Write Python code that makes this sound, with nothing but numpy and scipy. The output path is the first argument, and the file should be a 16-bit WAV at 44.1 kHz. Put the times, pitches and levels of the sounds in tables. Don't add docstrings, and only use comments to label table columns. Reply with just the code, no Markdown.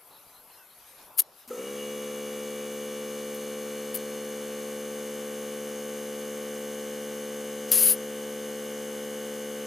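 import sys
import numpy as np
from scipy import signal
from scipy.fft import rfft, irfft
from scipy.io import wavfile
from scipy.ndimage import uniform_filter1d

SR = 44100
rng = np.random.default_rng(int(sys.argv[2]) if len(sys.argv) > 2 else 0)


def persist_wave(psi):
    counts = np.round(np.clip(psi, -1, 1) * 32767).astype(np.int16)
    wavfile.write(sys.argv[1], SR, np.atleast_2d(counts).T)


N = 426006
T = np.arange(N) / SR
STROKE_HZ, FAINT_EDGE_HZ = 72.8, 15250

# (frequency [Hz], left-right coherence [0-1])
YARD_COHERENCE = [(60, 0.78), (180, 1), (550, 0.84), (1650, 1), (4970, 0.56), (15000, 0.24)]
# (frequency [Hz], relative density [dB])
SPIT_SPECTRUM = [(4710, -47), (8000, -16), (9350, -5.5), (11900, 3), (13500, -3.5), (14700, -7),
                 (15800, -14), (16000, -33)]
# (time [s], frequency [Hz], level [dB], t60 [s])
CHUCK_OFF = (1.203, 380, -40, .035)
# (frequency [Hz], left over right [dB])
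PUMP_BALANCE = [(800, 1.1), (1000, 0), (5000, 0), (6400, 1.8), (8100, 4), (15000, 3)]


def gain_of(db):
    return 10 ** (np.asarray(db) / 20)


def unit_rms(x):
    return x / np.sqrt(np.mean(x ** 2) + 1e-20)


def drift(count, samples):
    return unit_rms(uniform_filter1d(rng.standard_normal(count), size=samples))


def curve(points, top_hz=SR):
    f, value = np.transpose(points)
    return lambda hz: np.interp(np.log(hz + 1), np.log(f + 1), value) - 100 * (hz > top_hz)


def noise(colour_db, coherence, balance_db, patchy_db, count=N, lead_rad=np.zeros_like):
    frames, hz = count // 256 + 5, np.fft.rfftfreq(1024, 1 / SR)
    a, b, c, d, patches = rng.standard_normal((frames, 513, 5)).T
    patches = unit_rms(uniform_filter1d(uniform_filter1d(patches, size=10, axis=0), size=10, axis=1))
    alike, common = np.clip(coherence(hz), -1, 1)[:, None], a + 1j * b
    left = common * np.exp(1j * lead_rad(hz))[:, None]
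    right = alike * common + np.sqrt(1 - alike ** 2) * (c + 1j * d)
    side_db = np.outer([.5, -.5], balance_db(hz))[..., None]
    spectra = np.array([left, right]) * gain_of(colour_db(hz)[:, None] + patchy_db * patches + side_db)
    return unit_rms(signal.istft(spectra, nperseg=1024, noverlap=768)[1][:, :count])


def yard_noise(colour_db, patchy_db):
    return noise(colour_db, curve(YARD_COHERENCE), curve([(100, 1.2), (4000, .17), (9000, 1)]), patchy_db)


def traffic():
    # (frequency [Hz], relative density [dB])
    spectrum = [(25, -28), (55, -25), (120, -8.5), (280, -6.5), (540, 1.5), (950, 2), (1400, -4.5),
                (2500, -40.5)]
    # (time [s], level [dB])
    levels = [(0, -60.5), (.29, -58.5), (.55, -61.5), (.88, -63), (1.0, -57), (1.2, -57.5), (1.38, -62),
              (1.5, -60)]
    level_db = np.interp(T, *np.transpose(levels)) + 1.4 * drift(N, 3000)
    return yard_noise(curve(spectrum, 2500), patchy_db=1.6) * gain_of(level_db)


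def rustle():
    # (frequency [Hz], relative density [dB])
    spectrum = [(900, -8.5), (1500, -4), (3700, -5.5), (6500, -8.5), (9000, -12), (12000, -9.5),
                (15200, -18)]
    # (centre [s], half-length [s], level [dB])
    swishes = [(.3, 0.18, -62.5), (0.553, 0.072, -62), (0.864, 0.095, -57.5), (1.013, 0.053, -55.5),
               (1.402, 0.044, -60)]
    power = gain_of(-63) ** 2
    power += sum(gain_of(db) ** 2 * np.exp(-((T - s) / half_s) ** 2) for s, half_s, db in swishes)
    return yard_noise(curve(spectrum, FAINT_EDGE_HZ), patchy_db=2.9) * np.sqrt(power)


def leak(level_db=-56, end_s=1.18):
    # (centre [Hz], width [Hz], relative level [dB])
    bands = [(10800, 170, -2), (11300, 170, 0), (12750, 220, -1), (13950, 130, 0), (11500, 5000, -11)]

    def colour_db(hz):
        power = sum(gain_of(db) ** 2 / (1 + (2 * (hz - f) / width) ** 2) ** 2 for f, width, db in bands)
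        return 10 * np.log10(power) - 100 * (hz > FAINT_EDGE_HZ)
    out = np.zeros((2, N))
    out[:, :2 * SR] = noise(colour_db, curve([(9000, .79)]), curve([(9000, 5.8)]), 1.5, count=2 * SR)
    return out * gain_of(level_db) * np.clip((end_s - T) / .015, 0, 1)


def birds():
    # (start [s], length [s], first [Hz], last [Hz], level [dB], pitch waver [fraction])
    notes = [(.1, 0.12, 4200, 3800, -59, 0.09), (.33, .1, 3900, 4200, -59, .04),
             (0.498, .1, 4300, 4040, -61, .03), (.69, .07, 4220, 3900, -60, 0.06),
             (.565, 0.12, 2850, 2430, -62, .012), (.585, .085, 1570, 1460, -59, 0.03),
             (.86, .09, 8600, 8900, -58, .012), (1.1, .07, 2600, 2750, -67, .012),
             (1.235, .04, 4300, 3900, -68, .012)]
    out = np.zeros(N)
    for start_s, length_s, first_hz, last_hz, db, waver in notes:
        u = np.linspace(0, 1, round(length_s * SR))
        hz = first_hz + (last_hz - first_hz) * u
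        hz *= 1 + waver * drift(SR // 4, 150)[:len(u)]
        envelope = gain_of(db) * np.sin(np.pi * u ** .7)
        out[round(start_s * SR):][:len(u)] += envelope * np.sin(2 * np.pi * np.cumsum(hz) / SR)
    return out


def jet(colour_db, core_db, body_trim_db):
    # (frequency [Hz], left phase lead [rad])
    lead = [(8700, 0), (9100, .7), (10200, 1.3), (11700, .1), (12100, -.7), (13000, .9), (13500, .1)]
    # (frequency [Hz], relative density [dB])
    body_spectrum = [(250, -55), (1200, -14), (2500, -10), (2900, -5), (3400, -11), (4300, -6), (4850, -2),
                     (5400, -7), (6400, -5), (9000, -6)]
    n = len(core_db)
    coherence = curve([(9000, .86), (14000, .88)])
    balance_db = curve([(7000, 1.8), (10000, 6.7), (15000, 4.8)])
    core = noise(colour_db, coherence, balance_db, 1.4, count=n, lead_rad=curve(lead))
    body = noise(curve(body_spectrum, 10600), np.ones_like, curve([(6000, 0), (9000, 2)]), .68, count=n)
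    flutter = unit_rms(gain_of(.86 * drift(n, 50)))
    return flutter * gain_of(core_db) * (core + body * gain_of(body_trim_db - 14.5))


def spits(t60_s=.019):
    # (start [s], length [s], core level [dB], body trim [dB])
    bursts = [(1.177, 0.0063, -32, -6), (1.185, 0.0055, -20.5, -1), (1.193, .011, -15.5, 0),
              (1.214, .001, -38, -14), (1.219, .001, -33, 3), (3.346, .003, -41, -8),
              (3.362, .003, -46, -8), (3.946, .005, -29.5, 3), (3.952, 0.00084, -21.5, -7),
              (3.959, .004, -29, -1), (3.972, .001, -32, 5), (7.684, .028, -51, 17),
              (7.718, .003, -13.5, 3)]
    sizzle = [(1.477, .016, -47, 8)]
    out = np.zeros((2, N))
    for start_s, length_s, peak_db, body_trim_db in bursts + sizzle:
        span = slice(round(start_s * SR) - 2000, round(start_s * SR) + 6000)
        t = T[span] - start_s
        rise_s = .0006 + .43 * length_s * (length_s < .015)
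        shape_db = np.where(t < 0, 8.8 * t / rise_s, -60 * np.maximum(t - length_s, 0) / t60_s)
        out[:, span] += jet(curve(SPIT_SPECTRUM), peak_db + shape_db, body_trim_db)
    return out


def pop():
    start_s, hz, db, t60_s = CHUCK_OFF
    t = np.maximum(T - start_s, 0)
    return gain_of(db - 60 * np.minimum(t / t60_s, 3)) * np.sin(2 * np.pi * hz * t) * (t < 3 * t60_s)


def seep():
    # (time [s], core level [dB])
    levels = [(1.2, -48), (1.23, -63), (1.33, -63), (1.4, -54), (1.45, -61)]
    core_db = np.interp(T, *np.transpose(levels))
    return jet(curve(SPIT_SPECTRUM, FAINT_EDGE_HZ), core_db, body_trim_db=-6) * (T > CHUCK_OFF[0])


def hum(turns, slip, hum_hz=240, on_s=1.474, surge_db=7.5):
    # (offset from hum_hz [stroke rates], rms level at speed [dB])
    beats = [(0, -60.5), (3, -65), (6, -69.5), (8, -69), (12, -68.5)]
    tones = sum(np.sqrt(2) * gain_of(db) * np.sin(2 * np.pi * (hum_hz * T + k * turns))
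                for k, db in beats)
    return tones * np.clip((T - on_s) / .0044, 0, 1) * gain_of(surge_db * np.clip(3 * slip, 0, 1))


def whirr(turns, slip, level_db=-47, on_s=1.476):
    # (frequency [Hz], relative density [dB])
    spectrum = [(25, -21), (50, -26), (200, -10.5), (480, 0), (950, -10), (1200, -2.5), (2600, -7),
                (2950, -3), (3200, -7.5), (5500, -9.5), (6150, -4.5), (6400, -0.5), (6650, -4),
                (7200, -7.5), (8100, -4.5), (8600, -7.5), (13000, -4), (15100, -11.5)]
    # (frequency [Hz], left-right coherence [0-1])
    coherence = [(60, .98), (150, 1), (2700, 1), (2950, .92), (3200, 1), (5000, 1), (6000, .8), (8000, .45),
                 (15000, .1)]
    air = noise(curve(spectrum, FAINT_EDGE_HZ), curve(coherence), curve(PUMP_BALANCE), patchy_db=.95)
    puffing = 1 + .025 * np.cos(2 * np.pi * (turns - .55))
    return air * puffing * gain_of(level_db - 7.1 * slip) * np.clip((T - on_s) / .028, 0, 1)


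def housing_ring(orders):
    # (frequency [Hz], delay [strokes])
    lags = [(190, 0.049), (240, 0.44), (420, 0.32), (470, 0.65), (530, 0.5), (600, 0.038), (900, 0.319),
            (1000, 0.598), (1300, 1.049), (1450, 0.296), (1900, 1.092), (2100, 0.065), (2500, 0.355),
            (2800, 0.37), (3100, 0.595), (3500, 0.08)]
    hz = np.fft.rfftfreq(16384, 1 / SR)
    k, db = np.transpose(orders)
    colour_db = np.interp(hz, np.r_[0, k, k[-1] + 1] * STROKE_HZ, np.r_[db[0] - 20, db, db[-1] - 20])
    log_gain = np.log(gain_of(colour_db))
    phase = -signal.hilbert(np.r_[log_gain, log_gain[-2:0:-1]]).imag[:len(hz)]
    phase -= 2 * np.pi * np.cumsum(curve(lags)(hz)) * hz[1] / STROKE_HZ
    return irfft(np.exp(log_gain + 1j * phase))[:8192]


def tank(turns, slip, pressure, blow_gain):
    # (multiple of STROKE_HZ, gain [dB])
    slow_orders = [(2, -28), (3.3, -18), (5, -11), (7, 7.5), (8.5, -32), (14, -37), (18, -6), (20, -31),
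                   (40, -37), (48, -23)]
    low_orders = [(1, -55), (2, -20), (3, -3.5), (4, -12.5), (5, -7), (6, -2), (7, 1.5), (8, -11.5),
                  (9, -20.5), (10, -23), (11, -23.5), (12, -22.5), (13, -44.5), (14, -22), (15, -18.5),
                  (16, -14.5), (17, -25.5), (18, -26), (19, -22), (20, -29.5), (21, -26.5), (22, -30.5),
                  (23, -23.5), (24, -27), (25, -21.5), (26, -31.5), (27, -23.5), (28, -25), (29, -41),
                  (30, -21), (31, -16.5), (32, -12.5), (33, -37), (34, -41), (35, -25.5), (36, -38),
                  (37, -29), (38, -24.5), (39, -17.5), (40, -10), (41, -36.5), (42, -27.5), (43, -43),
                  (44, -51), (45, -18), (46, -25), (47, -30.5), (48, -18.5)]
    full_orders = [(1, -62), (2, -20), (3, -2), (4, -11), (5, -9.5), (6, -3), (7, 1), (8, -10), (9, -23),
                   (10, -17.5), (11, -21), (12, -15.5), (13, -56), (14, -33), (15, -20), (16, -25),
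                   (17, -28.5), (18, -41), (19, -36), (20, -20.5), (21, -12.5), (22, -27), (23, -16),
                   (24, -32), (25, -17), (26, -42.5), (27, -16.5), (28, -65), (29, -17), (30, -17),
                   (31, -21), (32, -45), (33, -29), (34, -33), (35, -68), (36, -41), (37, -52), (38, -29),
                   (39, -18), (40, -9.5), (41, -17.5), (42, -12.5), (43, -38), (44, -21), (45, -16.5),
                   (46, -36), (47, -60), (48, -22)]
    half_angle = np.pi * (turns + 1e-9)
    blows = (np.sin(97 * half_angle) / np.sin(half_angle) - 1) * blow_gain
    slow, low, full = (signal.oaconvolve(blows, housing_ring(orders))[:N]
                       for orders in (slow_orders, low_orders, full_orders))
    at_speed = (1 - pressure) * low + pressure * full
    slow_share = np.minimum(3.4 * slip, 1)
    return .39 * (slow_share * slow + (1 - slow_share) * at_speed)


def struck_mode(turns, stroke_hz, hz, db, t60_s, place, scatter):
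    stroke = np.floor(turns - place + 1).astype(int)
    since_s = (turns - place + 1 - stroke) / stroke_hz
    envelope = gain_of(db + .65 * scatter[stroke, 0] - 60 * since_s / t60_s)
    contact = np.minimum(since_s / .0013, 1) * (stroke > 0)
    return contact * envelope * np.sin(2 * np.pi * hz * since_s + .23 * scatter[stroke, 1])


def reeds(turns, stroke_hz, slip, pressure, scatter):
    modes_hz = [3750, 4297, 4700, 5230, 5890, 6400, 6850, 7170, 7690, 8130, 8450, 8850, 9200, 9670, 10040,
                10340, 10750, 11200, 11700, 12280, 12820, 13200]
    # (level [dB], gain at full pressure [dB], t60 [s], place in stroke [turns])
    modes = [(-54, -11, 0.063, 0.57), (-59.5, 0, 0.07, 0.84), (-53, -2.5, 0.029, 0.25),
             (-56.5, 2.5, 0.071, .52), (-54, -4, 0.047, 1), (-39.5, 0, 0.026, .92), (-59, 9, 0.03, 0.534),
             (-55, 0, 0.067, 0.41), (-57.5, 0, 0.067, 0.514), (-49.5, 1.5, 0.053, 0.477),
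             (-53.5, 1, 0.018, .1), (-49.5, 1, 0.022, 1), (-60, 0, 0.026, .3), (-51.5, -2, 0.044, 0.5),
             (-61, -4, 0.048, .6), (-51, -1, 0.072, 0.12), (-51, 2, 0.044, .4), (-47.5, -1.5, 0.04, 0.66),
             (-62, 10, 0.034, .15), (-56, 8, .04, .35), (-53.5, -3, 0.077, .5), (-61, 3, 0.037, 0.74)]
    out = np.zeros(N)
    for k, (db, fill_db, t60_s, place) in enumerate(modes):
        level_db = db + fill_db * pressure - 22 * slip
        out += struck_mode(turns, stroke_hz, modes_hz[k], level_db, t60_s, place, scatter[:, k])
    return out


def squeal(turns, stroke_hz, scatter, hz=2908, rise_db_per_s=400, fall_db_per_s=98):
    # (time [s], peak level [dB])
    flares = [(1.65, -43), (1.8, -36)]
    flares_db = [db - np.where(T < s, rise_db_per_s * (s - T), fall_db_per_s * (T - s))
                 for s, db in flares]
    level_db = np.max(flares_db, axis=0).clip(-120)
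    return struck_mode(turns, stroke_hz, hz, level_db, t60_s=.1, place=.5, scatter=scatter)


def whine(turns, stroke_hz, scatter, hz=4297, peak_db=-55, peak_s=3.85, width_s=1.2):
    level_db = (peak_db - 8 * ((T - peak_s) / width_s) ** 2).clip(-120)
    return struck_mode(turns, stroke_hz, hz, level_db, t60_s=.089, place=.7, scatter=scatter)


def compressor(start_s=1.499, top_hz=72.86, fill_s=3.5):
    # (frequency [Hz], left phase lead [rad])
    lead = [(5000, 0), (6400, -0.51), (8100, -1.36), (9700, -1), (11200, -1.8)]
    on, t = T >= start_s, np.maximum(T - start_s, 0)
    stroke_hz = top_hz - 27 * np.exp(-t / .07) - .6 * np.exp(-t / .75)
    turns = np.cumsum(stroke_hz * on) / SR - .1
    slip = np.clip(1 - stroke_hz / STROKE_HZ, 0, 1)
    pressure = .74 * (1 - np.exp(-t / fill_s))
    scatter = rng.standard_normal((int(turns[-1]) + 2, 24, 2))
    lurch_db = 5 * np.exp(-((t - .08) / .018) ** 2)
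    uneven_db = (.1 + 6 * slip) * scatter[np.round(turns).astype(int), -1, 0]
    blow_db = -35.5 - 13 * (1 - stroke_hz / top_hz) + lurch_db + uneven_db
    mono = hum(turns, slip) + tank(turns, slip, pressure, gain_of(blow_db) * on)
    mono += reeds(turns, stroke_hz, slip, pressure, scatter)
    mono += squeal(turns, stroke_hz, scatter[:, -2]) + whine(turns, stroke_hz, scatter[:, 1])
    hz = np.fft.rfftfreq(N, 1 / SR)
    balance = gain_of(np.outer([.5, -.5], curve(PUMP_BALANCE)(hz)))
    phase_shift = np.exp(np.outer([.5j, -.5j], curve(lead)(hz)))
    return irfft(rfft(mono) * balance * phase_shift * (hz < FAINT_EDGE_HZ), N) + whirr(turns, slip)


def blast(start_s=7.716, open_s=.0081, swell_s=7.88, shut_s=7.9, end_s=7.958):
    # (frequency [Hz], relative density [dB])
    spectrum = [(5000, -67), (7800, -31), (9000, -13), (9900, -3.5), (10350, 3.5), (11000, -0.5),
                (12500, -7), (13700, -5), (15000, -9), (15400, -14)]
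    span = slice(round(7.71 * SR), round(7.97 * SR))
    t = T[span]
    since_s = np.maximum(t - start_s, 0)
    kick_db = 3 * np.exp(-since_s / .025)
    swell_db = 2.5 * np.exp(-((t - swell_s) / .044) ** 2)
    shut_db = -28 * (np.maximum(t - shut_s, 0) / (end_s - shut_s)) ** 3
    body_trim_db = np.interp(t, [start_s, end_s], [4, -3.5])
    opening = np.minimum(since_s / open_s, 1) ** 2
    out = np.zeros((2, N))
    out[:, span] = jet(curve(spectrum, 14900), -20 + kick_db + swell_db + shut_db, body_trim_db) * opening
    return out


def scene():
    return compressor() + traffic() + rustle() + birds() + leak() + blast() + spits() + seep() + pop()


def record(dry):
    return signal.oaconvolve(dry, signal.firwin(511, 16100, window=("kaiser", 9), fs=SR)[None], "same")


dry = scene()
out = record(dry)
persist_wave(out)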